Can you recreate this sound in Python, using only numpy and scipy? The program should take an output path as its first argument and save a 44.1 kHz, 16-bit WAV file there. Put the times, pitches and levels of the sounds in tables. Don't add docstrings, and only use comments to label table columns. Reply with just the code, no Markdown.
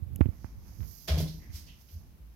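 import sys
import numpy as np
from scipy import signal
from scipy.fft import rfft, irfft
from scipy.io import wavfile

SR = 44100
rng = np.random.default_rng(int(sys.argv[2]) if len(sys.argv) > 2 else 0)


def digitize_waveform(pressure):
    field = np.atleast_2d(pressure).T
    bounded = np.clip(field, -1, 1)
    quanta = np.round(bounded * 32767).astype(np.int16)
    wavfile.write(sys.argv[1], SR, quanta)


N = 103635
T = np.arange(N) / SR


def from_db(db):
    return 10 ** (np.asarray(db) / 20)


def unit_rms(x):
    return x / np.sqrt(np.mean(x ** 2) + 1e-20)


def level(rows):
    return from_db(np.interp(T, *np.transpose(rows)))


def octaves():
    return np.log2(np.maximum(np.arange(N // 2 + 1) * SR / N, 1))


def colour(points):
    hz, db = np.transpose(points)
    return np.interp(octaves(), np.log2(hz), db)


def noise(db, grain=0):
    white = rng.standard_normal((2, N))
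    jumps = np.repeat(rng.standard_normal(N // 32 + 1), 32)[:N]
    return unit_rms(irfft(rfft(white * np.exp(grain * jumps)) * from_db(db), N))


def stroke(s, rise, decay):
    return np.clip((T - s) / rise, 0, 1) * np.exp(-np.maximum(T - s - rise, 0) / decay)


def cut(x, hz, kind, order=2):
    return signal.sosfilt(signal.butter(order, min(hz, .45 * SR), kind, fs=SR, output="sos"), x + 1e-18)


def resonate(x, hz, q):
    return signal.lfilter(*signal.iirpeak(min(hz, .45 * SR), q, fs=SR), x + 1e-18)


def room_tone():
    # time in seconds, level in dB.
    rumble_levels = [(0, -51), (.7, -49), (1.0, -55), (1.45, -47.5), (1.7, -52), (1.84, -59), (2.02, -49),
                     (2.35, -59.5)]
    # frequency in Hz, relative level in dB.
    rumble_colour = [(25, -34), (40, 2), (58, 6.5), (100, -6.5), (200, -10), (300, -17.5), (450, -29.5),
                     (1000, -34.5), (4000, -89)]
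    hiss_colour = [(150, -3.5), (500, -2.5), (1000, -5), (3000, -9.5), (8500, -18), (12500, -7.5),
                   (16000, -14)]
    sides = noise(colour(rumble_colour))
    rumble = level(rumble_levels) * unit_rms(sides + 0.47 * sides[::-1])
    return rumble + from_db(-67.5) * noise(colour(hiss_colour))


def reverb(x, t60=0.29):
    tail = rng.standard_normal((2, N)) * stroke(0.013, 0.007, t60 / np.log(1000))
    return signal.fftconvolve(x, unit_rms(tail) / np.sqrt(N), axes=1)[:, :N]


def grip_rumble():
    # time in seconds, level in dB.
    grip_levels = [(0, -47), (.15, -36), (.3, -33), (.37, -54), (.52, -52), (.68, -51), (.76, -44.5),
                   (.83, -35), (1.0, -55.5), (1.44, -50), (1.56, -51.5), (1.83, -59.5), (2.35, -52.5)]
    # frequency in Hz, relative level in dB.
    grip_colour = [(25, -25), (55, 14.5), (100, 4.5), (200, -6.5), (400, -20.5), (1500, -42.5), (6000, -60)]
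    return level(grip_levels) * noise(colour(grip_colour))[0]


def finger_slide(split_hz=9300):
    # time in seconds, level in dB.
    slide_levels = [(0, -100), (.3, -69.5), (.45, -57.5), (.57, -67), (.69, -56), (.77, -59), (.89, -51.5),
                    (1.05, -50.5), (1.15, -61), (1.36, -53.5), (1.5, -63), (1.55, -49), (1.66, -59.5),
                    (1.87, -63), (1.93, -55), (2.02, -63.5), (2.2, -76), (2.35, -70)]
    treble_levels = [(.2, 13.5), (.45, -14), (.75, -4.5), (.92, 2), (1.15, -4.5), (1.7, -8.5), (1.93, -0.5),
                     (2.1, -12)]
    # frequency in Hz, relative level in dB.
    skin_colour = [(1000, -22.5), (3700, -18), (4900, -5.5), (6500, -6), (7400, -20.5), (9500, -21.5),
                   (12500, -0.5), (14500, -8.5), (16000, -16)]
    skin = noise(colour(skin_colour), grain=0.18)
    treble = level(treble_levels) * cut(skin, split_hz, "high", order=4)
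    return level(slide_levels) * (cut(skin, split_hz, "low", order=4) + treble)


def casing_ticks():
    # start in seconds, relative level in dB.
    ticks = [(.1325, -33), (0.1601, -7.5)]
    # frequency in Hz, Q, gain in dB.
    modes = [(2950, 9.2, -8.5), (7040, 18, -9.5), (8300, 13, -17.5), (11360, 14, -0.5), (15000, 22, -27)]
    clicks = sum(from_db(db) * np.diff(1.0 * (T >= s), prepend=0) for s, db in ticks)
    return sum(from_db(db) * resonate(clicks, hz, q) for hz, q, db in modes)


def finger_knocks():
    # start in seconds, relative level in dB, contact brightness in Hz.
    knocks = [(0.021, -19.5, 133), (0.066, -25.5, 116), (0.108, -25, 131), (0.133, -34, 184),
              (0.157, -22.5, 172), (0.191, -29.5, 404), (0.2082, -4, 330), (0.212, -16.5, 363),
              (0.2572, -13, 288), (0.2652, -19, 261), (.287, -17, 234), (0.4440, -25, 324),
              (0.55, -31.5, 104), (0.572, -27, 109), (0.795, -23.5, 147), (0.8057, -30, 213),
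              (0.83, -34, 250), (1.491, -27, 115)]
    # frequency in Hz, Q, gain in dB.
    modes = [(78.2, 2.33, 3.5), (234, 1.37, -4)]
    pushes = sum(from_db(db) * cut(1.0 * (T >= s), hz, "low", order=3) for s, db, hz in knocks)
    pulses = np.diff(pushes, prepend=0)
    thuds = -sum(from_db(db) * q * resonate(pulses, hz, q) * SR / (2 * np.pi * hz) for hz, q, db in modes)
    return cut(thuds, 50, "high", order=1)


def casing_cracks():
    # start in seconds, relative level in dB, lower and upper band edge in Hz.
    cracks = [(.133, -53, 1000, 5000), (.2091, -19, 604, 4000), (0.2126, -12.5, 626, 2750),
              (.2582, -22.5, 2720, 3130), (.2885, -45, 900, 2200), (.3138, -53, 4500, 5800),
              (.4445, -25, 670, 1970), (.657, -51, 700, 2500), (.8055, -33.5, 1400, 4480),
              (.8313, -35, 1100, 5230)]
    # start in seconds, level in dB, rise and decay in seconds.
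    drags = [(.29, -65.5, 0.035, 0.28), (.42, -70.5, 0.055, 0.042), (.65, -65.5, 0.01, 0.11),
             (.81, -63.5, 0.02, 0.039)]
    # frequency in Hz, relative level in dB.
    grit_colour = [(400, 3), (1000, 4), (1700, 0), (2300, 1), (3100, -12.5), (3700, -18), (5000, -16),
                   (6500, -23)]
    snaps = -sum(from_db(db) * cut(cut(stroke(s, 1 / SR, 0.0019), low, "high"), top, "low", order=8)
                 for s, db, low, top in cracks)
    noise_tails = sum(from_db(db - 35.5) * stroke(s, 1 / SR, decay=0.02) for s, db, _, _ in cracks)
    rustles = sum(from_db(db) * stroke(s, rise, decay) for s, db, rise, decay in drags)
    return snaps + (noise_tails + rustles) * noise(colour(grit_colour), grain=0.3)[0]


def handling():
    grip, slide = grip_rumble(), finger_slide()
    shell = cut(finger_knocks() + casing_cracks() + grip, 42, "high")
    return sum(x * from_db([[left_db], [0]])
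               for x, left_db in [(shell, -35), (casing_ticks(), -6), (slide, -17)])


def floor_and_pen():
    # start in seconds, level in dB, pitch in Hz, swell in seconds.
    thumps = [(1.097, -19, 72.8, 0.03), (1.174, -22.5, 80, 0.02), (1.276, -42, 73.3, 0.047),
              (1.535, -34.5, 73.6, 0.016), (1.593, -42.5, 76.8, 0.016), (1.642, -53, 56.3, 0.044),
              (1.922, -38, 83.1, 0.03), (2.197, -43, 58.5, 0.034), (2.286, -44, 57.6, 0.028)]
    # start in seconds, level in dB.
    shakes = [(1.083, -38.5), (1.1341, -34), (1.1732, -28.5), (1.224, -30), (1.2882, -41.5), (1.3385, -44),
              (1.947, -62)]
    # frequency in Hz, gain in dB, seconds to fall 60 dB.
    pen_modes = [(156.6, 2, 0.19), (158.72, -6.5, 0.64), (304, -13.5, 0.3), (419, -25.5, 0.28),
                 (590, -28, 0.16), (628, -26, 0.1), (680, -26.5, 0.14), (730, -45, 0.19)]
    boom, ring = np.zeros(N), np.zeros(N)
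    for s, db, hz, swell in thumps:
        t = np.maximum(T - s, 0)
        boom += from_db(db) * (t / swell * np.exp(1 - t / swell)) ** 2 * np.cos(2 * np.pi * hz * t)
    for s, db in shakes:
        for hz, mode_db, t60 in pen_modes:
            envelope = from_db(db + mode_db) * stroke(s, 0.0066, t60 / np.log(1000))
            ring += envelope * np.sin(2 * np.pi * hz * (T - s))
    both = np.array([boom + ring] * 2)
    return both + from_db(-9) * reverb(both)


def cage_wires(slaps, t60=0.11):
    # frequency in Hz, relative level in dB.
    modes = [(1050, 1), (2088, 0.5), (2350, -1.5), (2760, -8), (2993, -13), (3172, -1), (3266, -10),
             (3352, 7.5), (3655, -2), (4750, -3), (4882, -17)]
    return sum(from_db(db + 3) * resonate(slaps, hz, hz * t60 * np.pi / np.log(1000)) for hz, db in modes)


def paw_scuffs():
    # start in seconds, level in dB, rise and decay in seconds, centre in Hz, width in octaves.
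    scuffs = [(1.269, -51.5, 0.012, 0.038, 3970, 0.59), (1.379, -63, 0.06, 0.15, 1974, 0.16),
              (1.519, -50.5, 0.043, 0.043, 5500, 1.2), (1.665, -58, 0.027, 0.045, 2850, 0.18),
              (1.66, -63, 0.011, 0.028, 5330, 0.4), (1.78, -62.5, 0.038, 0.014, 9700, 3.3),
              (1.883, -65, 0.0053, 0.034, 2930, 0.74)]
    friction = np.zeros((2, N))
    for s, db, rise, decay, hz, width in scuffs:
        band_db = -15 * np.log10(1 + ((octaves() - np.log2(hz)) / width) ** 2)
        friction += from_db(db) * stroke(s, rise, decay) * noise(band_db, grain=0.17)
    return friction


def hind_pats():
    # start in seconds, level in dB, rise and decay in seconds.
    pats = [(1.082, -48, 0.002, 0.059), (1.168, -40, 0.005, 0.027), (1.199, -43.5, 0.0038, 0.015),
            (1.251, -58, 0.0059, 0.033)]
    envelope = sum(from_db(db) * stroke(s, rise, decay) for s, db, rise, decay in pats)
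    return envelope * unit_rms(cut(cut(rng.standard_normal(N), 214, "high"), 614, "low", order=4))


def paw_slaps():
    # start in seconds, level in dB, rise and decay in seconds, tilt in dB per octave.
    hits = [(1.0734, -42, 0.005, 0.009, 3), (1.082, -32.5, 0.0012, 0.049, 0),
            (1.168, -42.5, 0.016, 0.04, 3), (1.19, -42, 0.018, 0.02, 6.5)]
    # frequency in Hz, relative level in dB.
    slap_colour = [(120, -1), (300, 7), (450, 0), (630, 14), (850, -4), (1450, -1.5), (2200, -2),
                   (3400, -3.5), (5000, -7), (8000, -11.5), (12500, -15.5), (16000, -22)]
    spectrum = colour(slap_colour)
    slaps = sum(from_db(db) * stroke(s, rise, decay) * noise(spectrum + tilt * octaves(), grain=0.3)
                for s, db, rise, decay, tilt in hits)
    claw = from_db(-28.5) * stroke(1.0822, rise=0.000048, decay=0.00068) * noise(spectrum)
    return slaps + claw


def rabbit():
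    # frequency in Hz, Q, gain in dB.
    right_port = [(5200, 2.75, 11), (8460, 1.48, -51), (12440, 5.5, 10.5)]
    slaps = paw_slaps()
    direct = slaps + cage_wires(slaps) + paw_scuffs()
    pats = hind_pats()
    mid = (direct[0] + direct[1]) / 2 + pats
    side = 0.91 * cut((direct[0] - direct[1]) / 2, 900, "high", order=1)
    left, right = np.array([mid + side, mid - side]) + from_db(-8) * reverb(direct + pats)
    for hz, q, db in right_port:
        right = right + (from_db(db) - 1) * resonate(right, hz, q)
    return np.array([left, right])


def scene():
    return rabbit() + floor_and_pen() + handling() + room_tone()


def record(dry):
    return signal.sosfilt(signal.ellip(10, .2, 80, 15900, fs=SR, output="sos"), dry)


dry = scene()
out = record(dry)
digitize_waveform(out)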